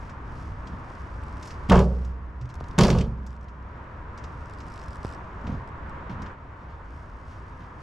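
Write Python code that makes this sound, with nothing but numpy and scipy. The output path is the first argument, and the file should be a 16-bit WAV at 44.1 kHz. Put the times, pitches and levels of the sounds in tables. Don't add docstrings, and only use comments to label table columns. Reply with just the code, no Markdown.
import sys
import numpy as np
from scipy import signal
from scipy.fft import rfft, irfft
from scipy.io import wavfile
from scipy.ndimage import uniform_filter1d, minimum_filter1d

SR = 44100
rng = np.random.default_rng(int(sys.argv[2]) if len(sys.argv) > 2 else 0)


def int16_out(signal):
    q = np.round(np.clip(np.atleast_2d(signal).T, -1, 1) * 32767)
    wavfile.write(sys.argv[1], SR, q.astype(np.int16))


N = 344862

# (t/s, ring/dB, place from 0 nose to 1 frame, rebound gap/s, thump/dB, clatter/dB, crack/dB, spill/dB)
SLAMS = [(1.709, 5, 0, .0125, -16.5, -12.5, -32.5, -39), (2.7866, 6, 0.96, .019, -20, -16, -25.5, -33),
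         (2.944, -6.5, 0.46, .0095, -20, -31, -37.5, -53)]
# (f/Hz, level/dB, T60/s)
TICK_SPECTRUM = [(800, -10, 0.0048), (3000, -1.5, 0.0061), (5240, -1, 0.0035), (6500, -17, .005),
                 (8200, -4, 0.011), (10500, -14.5, 0.0045), (12500, -23, 0.0029), (13800, -32, 0.0037)]


def amp(db):
    return 10 ** (np.asarray(db) / 20)


def unit(x):
    return x / np.sqrt(np.mean(x ** 2) + 1e-20)


def at_hz(table, hz, column=1):
    columns = np.transpose(table)
    return np.interp(np.log(hz + 1), np.log(columns[0] + 1), columns[column])


def curve(table):
    return np.interp(np.arange(N) / SR, *np.transpose(table))


def add(mix, s, sound):
    part = mix[max(round(s * SR), 0):][:len(sound)]
    part += sound[:len(part)]


def colour(x, spectrum):
    return unit(irfft(rfft(x) * amp(at_hz(spectrum, np.fft.rfftfreq(N, 1 / SR))), N))


def burst(spectrum, rise_s, tilt_db=0, size=20000, band_count=14):
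    hz, t = np.fft.rfftfreq(size, 1 / SR), np.arange(size) / SR
    magnitude = amp(at_hz(spectrum, hz) + tilt_db * np.log2(hz / SR + 0.0012))
    bins = magnitude * np.exp(2j * np.pi * rng.random(len(hz)))
    edges = np.geomspace(30, SR / 2, band_count)
    in_band = np.searchsorted(edges, hz) == np.arange(band_count)[:, None]
    bands = irfft(bins * in_band, size)
    decay = np.exp(-np.log(1000) * t / at_hz(spectrum, edges, column=2)[:, None])
    return (bands * decay).sum(0) / bands.sum(0).std() * (1 - np.exp(-t / rise_s))


def gritty(x, spread_db, width=30):
    wander = unit(uniform_filter1d(rng.standard_normal(len(x)), width))
    return x * unit(amp(spread_db * wander))


def waver(slow_hz=0.794, fast_hz=5, count=20):
    t = np.arange(0, N, 256) / SR
    rates = np.geomspace(slow_hz, fast_hz, count)
    waves = sum(np.sin(2 * np.pi * (hz * t + rng.random())) / np.sqrt(hz) for hz in rates)
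    return np.interp(np.arange(N) / SR, t, unit(waves))


def diffuse_field(spectrum, level_db):
    # (f/Hz, coherence)
    coherence = [(60, 0.99), (130, 0.99), (290, 0.94), (620, 0.75), (1360, 0.26), (2970, 0.41),
                 (6490, 0.47), (14200, 0.6)]
    left, independent = rfft(rng.standard_normal((2, N)))
    shared = np.clip(at_hz(coherence, np.fft.rfftfreq(N, 1 / SR)), 0, 1)
    right = shared * left + np.sqrt(1 - shared ** 2) * independent
    return colour(irfft(np.array([left, right]), N), spectrum) * amp(level_db)


def traffic(waver_db=0.43):
    # (f/Hz, level/dB)
    spectrum = [(60, -8.5), (150, -5.5), (260, -1.5), (450, -2.5), (840, -3.5), (930, 3.5), (1200, 0),
                (1700, -6), (2300, -15.5), (3200, -25), (4500, -34.5), (8000, -45.5), (11000, -70.5),
                (14000, -80)]
    # (t/s, level/dB)
    levels = [(0, -44), (1.6, -43), (2.2, -44.5), (3.5, -45), (4.6, -43.5), (5.7, -42), (6.31, -40),
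              (6.36, -47), (7.1, -47), (7.82, -46)]
    return diffuse_field(spectrum, curve(levels) + waver_db * waver())


def rumble(waver_db=1.0):
    # (f/Hz, level/dB)
    spectrum = [(10, -12.5), (25, -11), (45, -5.5), (64, -0.5), (85, -5), (120, -10.5), (170, -16.5),
                (300, -23.5), (1000, -72.5), (14000, -105)]
    # (t/s, level/dB)
    levels = [(0, -38.5), (.8, -35.5), (.92, -41), (1.3, -36.5), (3.2, -36.5), (3.8, -42.5), (4.1, -39.5),
              (5.5, -38.5), (6.28, -37.5), (6.38, -43.5), (7.82, -40.5)]
    return diffuse_field(spectrum, curve(levels) + waver_db * waver())


def soil_flow(rise_s=0.02, hold_s=0.067, fade_db_per_s=157):
    # (t/s, level/dB)
    trickle = [(0, -75), (.7, -67.5), (1.65, -64), (2.3, -75), (2.7, -67.5), (3.6, -75.5), (4.1, -77),
               (4.3, -66.5), (5.1, -71), (5.8, -78), (6.4, -79), (7.3, -69), (7.8, -71.5)]
    # (peak t/s, length/s, level/dB)
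    slides = [(0.044, .2, -62.5), (0.403, 0.28, -61), (0.94, 0.21, -65), (1.48, 0.16, -54.5),
              (2.01, 0.28, -60), (4.839, 0.57, -64.5), (5.09, 0.18, -61), (5.497, 0.28, -70),
              (6.98, 0.24, -68.5), (7.316, 0.18, -66.5), (7.82, 0.089, -65)]
    t = np.arange(N) / SR
    power = amp(curve(trickle)) ** 2
    for s, length, db in slides:
        power += (amp(db) * np.exp(-2 * np.pi * ((t - s) / length) ** 2)) ** 2
    for s, *_, spill_db in SLAMS:
        onset = np.clip((t - s) / rise_s, 0, 1)
        fade_db = fade_db_per_s * np.maximum(t - s - hold_s, 0)
        power += (onset * amp(spill_db - fade_db)) ** 2
    return np.sqrt(power)


def soil(grains_per_s=1800, spread_db=2.5, hiss=0.7):
    # (f/Hz, level/dB)
    spectrum = [(800, -41.5), (2500, 5.5), (3900, -0.5), (5200, 3.5), (7500, -5), (9000, -10),
                (12000, -15.5), (13800, -51)]
    sizes = amp(spread_db * np.minimum(rng.exponential(1, N), 4)) * rng.standard_normal(N)
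    landings = rng.random(N) < grains_per_s / SR
    stream = unit(sizes * landings) + hiss * rng.standard_normal(N)
    return colour(stream, spectrum) * soil_flow()


def clods(uneven_db=3, tilt_spread_db=5, rise_s=0.00096, crumb_s=0.0053, count=8):
    # (f/Hz, level/dB, T60/s)
    crunch = [(500, -28, 0.027), (2000, 3, .04), (3200, 6, 0.077), (5300, 4, 0.038), (7500, -2.5, 0.076),
              (9500, -7.5, 0.13), (12500, -12.5, 0.028), (13800, -41.5, .03)]
    # (t/s, level/dB, tilt/(dB per octave))
    breaks = [(.095, -47.5, -3), (.6704, -43.5, -5.5), (1.4262, -42, 0), (1.4729, -44, 5),
              (1.505, -39.5, -5.5), (2.047, -46.5, 3), (2.4113, -46, -3), (2.4983, -46, -3),
              (3.264, -45, 4.5), (3.483, -49.5, -5), (4.1755, -44.5, -1.5), (4.2382, -43.5, -3),
              (4.6016, -44, -3.5), (5.468, -31, -11), (6.095, -38, -10.5), (6.219, -45, -2),
              (6.2611, -41, -9.5)]
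    # (start t/s, end t/s, level/dB)
    dribbles = [(2.452, 2.759, -45), (3.229, 3.459, -53)]
    out, t = np.zeros(N), np.arange(4096) / SR
    for s, db, tilt_db in breaks:
        add(out, s, amp(db) * burst(crunch, rise_s, tilt_db, size=len(t)))
    for start, end, db in dribbles:
        for k, (shift, force, bright) in enumerate(rng.uniform(-1, 1, (count, 3))):
            s = start + (end - start) * (k + shift / 2) / count
            crumb = burst(crunch, rise_s, tilt_spread_db * bright, size=len(t)) * np.exp(-t / crumb_s)
            add(out, s, amp(db + uneven_db * force) * crumb)
    return out


def boots(heaviest_at=0.34, fade_db_per_roll=12.5, bumps=6):
    # (t/s, length of roll/s, weight/dB, grit/dB)
    steps = [(.66, 0.098, -35, -65), (4.615, 0.043, -35, -70), (5.44, .14, -19, -55.5),
             (6.092, 0.026, -27.5, -58), (6.17, .11, -32, -66), (6.604, 0.0064, -42, -69),
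             (6.68, 0.043, -49, -65), (7.28, .06, -52, -63), (7.599, 0.031, -43, -61)]
    # (f/Hz, level/dB, T60/s)
    thud = [(25, -12, .08), (70, 1, 0.11), (131, 0.5, 0.23), (250, 4.5, 0.098), (363, -20, 0.078),
            (900, -19, 0.12), (4000, -84, .03)]
    # (f/Hz, level/dB, T60/s)
    scuff = [(500, -17, .06), (1500, -8, .06), (2800, 17.5, 0.18), (4000, 9, 0.17), (6500, 3, 0.28),
             (12000, -59, 0.035)]
    out = np.zeros(N)
    for s, length, weight_db, grit_db in steps:
        for roll in (np.arange(bumps) + rng.random(bumps) / 2) / bumps:
            weight = amp(weight_db) * burst(thud, rise_s=0.0041, size=8192)
            grit = amp(grit_db) * gritty(burst(scuff, rise_s=0.0024, size=8192), spread_db=6.5)
            load = amp(-fade_db_per_roll * abs(roll - heaviest_at))
            add(out, s + roll * length, load * (weight + grit))
    return out


def tick(catch_db=-7):
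    out = burst(TICK_SPECTRUM, rise_s=0.00017, size=2048)
    delay_s = rng.uniform(.0031, .016)
    add(out, delay_s, amp(catch_db) * burst(TICK_SPECTRUM, rise_s=0.00018, size=1024))
    return out


def wheel_and_stones(jitter=0.084, uneven_db=3, max_ticks=18):
    # (start t/s, end t/s, first tick rate/Hz, last tick rate/Hz, level/dB)
    spins = [(1.236, 1.466, 21, 23, -45.5), (4.458, 4.638, 27, 12, -44.5), (4.666, 4.982, 58, 36, -41.5),
             (5.031, 5.15, 79, 95, -42.5)]
    # (t/s, level/dB)
    stones = [(1.4586, -36.5), (3.306, -43), (3.3296, -45), (3.4298, -48.5), (5.676, -45.5), (5.896, -46)]
    out = np.zeros(N)
    for start, end, first_rate, last_rate, db in spins:
        s = start
        for shift, force in rng.uniform(-1, 1, (max_ticks, 2)):
            add(out, s, (s < end) * amp(db + uneven_db * force) * tick())
            s += (1 + jitter * shift) / np.interp(s, [start, end], [first_rate, last_rate])
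    for s, db in stones:
        add(out, s, amp(db) * tick())
    return out


def crack(chink_hz, snap_s=.003, bandwidth_hz=900):
    # (f/Hz, level/dB, T60/s)
    spectrum = [(400, -10, .05), (1500, 0.5, 0.031), (2700, 2, .09), (4050, -6, 0.086), (5400, -3, 0.21),
                (7500, -8.5, 0.06), (9000, -14.5, 0.1), (12400, -22, 0.048), (15000, -66, 0.035)]
    spray = gritty(burst(spectrum, rise_s=0.00049), spread_db=2.5)
    t = np.arange(len(spray)) / SR
    snap = spray * (.75 + 1.5 * np.exp(-t / snap_s))
    resonator = signal.iirpeak(chink_hz, chink_hz / bandwidth_hz, SR)
    return (snap + signal.lfilter(*resonator, snap)) / np.sqrt(2)


def blow(thump_db, clatter_db, crack_db, chink_hz):
    # (f/Hz, level/dB, T60/s)
    pile = [(22.1, -20, .25), (40, 8, 0.48), (75, -10, 0.12), (121, 1.5, 0.49), (200, -0.5, 0.62),
            (292, -11, 0.16), (600, -31, 0.058), (3000, -71, 0.045)]
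    # (f/Hz, level/dB, T60/s)
    sheet = [(100, -23.5, .3), (290, -16.5, 0.17), (400, -3, 0.44), (624, -8, 0.43), (1050, -5, 0.18),
             (1420, -12.5, 0.15), (2160, -18.5, 0.1), (3200, -22, 0.071), (9000, -63.5, 0.068)]
    thump = amp(thump_db) * burst(pile, rise_s=0.001)
    clatter = amp(clatter_db) * burst(sheet, rise_s=0.0014)
    return thump + clatter + amp(crack_db) * crack(chink_hz)


def tub_ring(place, rise_s=0.0005, aftersound_db=-25, aftersound_stretch=3.64, size=66000):
    # (f/Hz, struck on the nose/dB, jolted through the frame/dB, first-stage T60/s)
    modes = [(39, -27, -17, .45), (62.8, -13, -23, 1.6), (101, -30, -20, .65), (114, -31, -25, .7),
             (129, -20, -27, .6), (173, -19, -15, .6), (182, -7, -21, .45), (203, -29, -23, .85),
             (228, -30, -25, .85), (247, -31, -29, .8), (353, -35, -22, .6), (379, -20, -24, .5),
             (409, -35, -26, .45), (439, -29, -27, .35), (460, -24, -34, .52), (482, -25, -36, .38),
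             (502, -30, -29, .45), (538, -28, -28, .4), (552, -21, -38, .5), (616, -26, -36, .36),
             (692, -22, -33, .34), (756, -24, -38, .36), (787, -33, -31, .28), (853, -27, -37, .33),
             (907, -19, -33, .28), (947, -32, -30, .3), (1128, -22, -31, .3), (1182, -27, -36, .3),
             (1243, -28, -37, .28), (1478, -27, -31, .28)]
    t = np.arange(size) / SR
    hz, nose_db, frame_db, t60 = np.transpose(modes)[:, :, None]
    sign = np.where(np.arange(len(modes)) % 2, -1, 1)[:, None]
    partials = sign * amp(nose_db + place * (frame_db - nose_db)) * np.sin(2 * np.pi * hz * t)
    fall = np.log(1000) * t / t60
    decay = np.exp(-fall) + amp(aftersound_db) * np.exp(-fall / aftersound_stretch)
    return (partials * decay).sum(0) * (1 - np.exp(-t / rise_s))


def slams(jitter=.25, uneven_db=3.0, low_hz=2500, high_hz=7400, rebounds=8):
    # (t/s,
    # thump/dB, clatter/dB, crack/dB, chink f/Hz)
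    single_blows = [(1.689, -24.5, -34.5, -45, 5000), (1.697, -15, -25.5, -24.5, 2950),
                    (1.719, -15, -9, -28, 5500), (1.7907, -22, -29, -28, 11500),
                    (2.781, -8.5, -25.5, -33, 3000), (2.7862, -13.5, -15, -15, 7340),
                    (2.808, -22.5, -20.5, -17, 4610), (2.8345, -24.5, -24, -16, 4800),
                    (2.850, -19, -17.5, -32, 5500), (2.880, -18, -17, -28, 5400),
                    (2.902, -10.5, -27, -21, 5700), (2.985, -20, -35, -30.5, 5300),
                    (3.010, -24, -43, -32.5, 2800)]
    thump_fade, clatter_fade, crack_fade = 19.5, 85, 53.5
    out = np.zeros(N)
    for s, ring_db, place, gap, thump_db, clatter_db, crack_db, _ in SLAMS:
        add(out, s, amp(ring_db) * tub_ring(place))
        for k, (shift, force, part) in enumerate(rng.uniform(-1, 1, (rebounds, 3))):
            delay = gap * (k + .5 + jitter * shift)
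            chink_hz = low_hz + (high_hz - low_hz) * abs(part)
            rebound = blow(thump_db - thump_fade * delay, clatter_db - clatter_fade * delay,
                           crack_db - crack_fade * delay, chink_hz)
            add(out, s + delay, amp(uneven_db * force) * rebound)
    for s, *contact in single_blows:
        add(out, s, blow(*contact))
    return out


def tub_flex(s=2.408, hz=124, level_db=-24, swell_s=0.023, size=10000):
    out, t = np.zeros(N), np.arange(size) / SR
    envelope = t / swell_s * np.exp(1 - t / swell_s)
    add(out, s, amp(level_db) * np.sin(2 * np.pi * hz * t) * envelope)
    return out


def pops(drop_hz=1100, end_hz=95, decay_s=.0065, size=2048):
    # (t/s, knock/dB, click/dB, time constant of the pitch drop/s)
    events = [(2.609, -24, -39, .0016), (5.0487, -17, -32, .00062)]
    out, t = np.zeros(N), np.arange(size) / SR
    for s, knock_db, click_db, drop_s in events:
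        cycles = np.cumsum(end_hz + drop_hz * np.exp(-t / drop_s)) / SR
        knock = -np.sin(2 * np.pi * cycles) * np.exp(-t / decay_s)
        add(out, s, amp(knock_db) * knock)
        add(out, s, amp(click_db) * burst(TICK_SPECTRUM, rise_s=.0001, tilt_db=-5.0, size=1024))
    return out


def ground_scatter(x, low_hz=900, t60_s=.06, level_db=-12, size=6000):
    t = np.arange(size) / SR
    taps = rng.standard_normal((2, size)) * np.exp(-np.log(1000) * t / t60_s)
    taps = signal.sosfilt(signal.butter(1, low_hz, "high", fs=SR, output="sos"), taps)
    return amp(level_db) * signal.fftconvolve(x[None], taps / np.linalg.norm(taps[0]), axes=1)[:, :N]


def gain_control(x, threshold_db=-24, share=0.26, attack_s=0.021, hold_s=0.56, recover_db_per_s=13):
    pole = np.exp(-1 / (attack_s * SR))
    power_db = 10 * np.log10(signal.lfilter([1 - pole], [1, -pole], (x ** 2).mean(0)) + 1e-12)
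    target_db = -share * np.maximum(power_db - threshold_db, 0)
    half = int(hold_s * SR / 2)
    held_db = minimum_filter1d(target_db, 2 * half + 1, origin=half, mode="constant")
    climb_db = recover_db_per_s * np.arange(N) / SR
    return x * amp(np.minimum.accumulate(held_db - climb_db) + climb_db)


def scene(lag_samples=.4):
    heavy = slams() + tub_flex() + soil() + clods() + boots()
    work = heavy + wheel_and_stones() + pops()
    delayed = irfft(rfft(work) * np.exp(-2j * np.pi * np.fft.rfftfreq(N) * lag_samples), N)
    direct = np.array([amp(-2.66) * delayed, amp(-1.4) * work])
    return direct + ground_scatter(heavy) + traffic() + rumble()


def record(dry, ceiling=0.8, cutoff_hz=14400):
    rounded = ceiling * np.tanh(gain_control(dry) / ceiling)
    lowpass = signal.firwin(301, cutoff_hz, window=("kaiser", 9), fs=SR)
    return signal.oaconvolve(rounded, lowpass[None], "same")


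dry = scene()
out = record(dry)
int16_out(out)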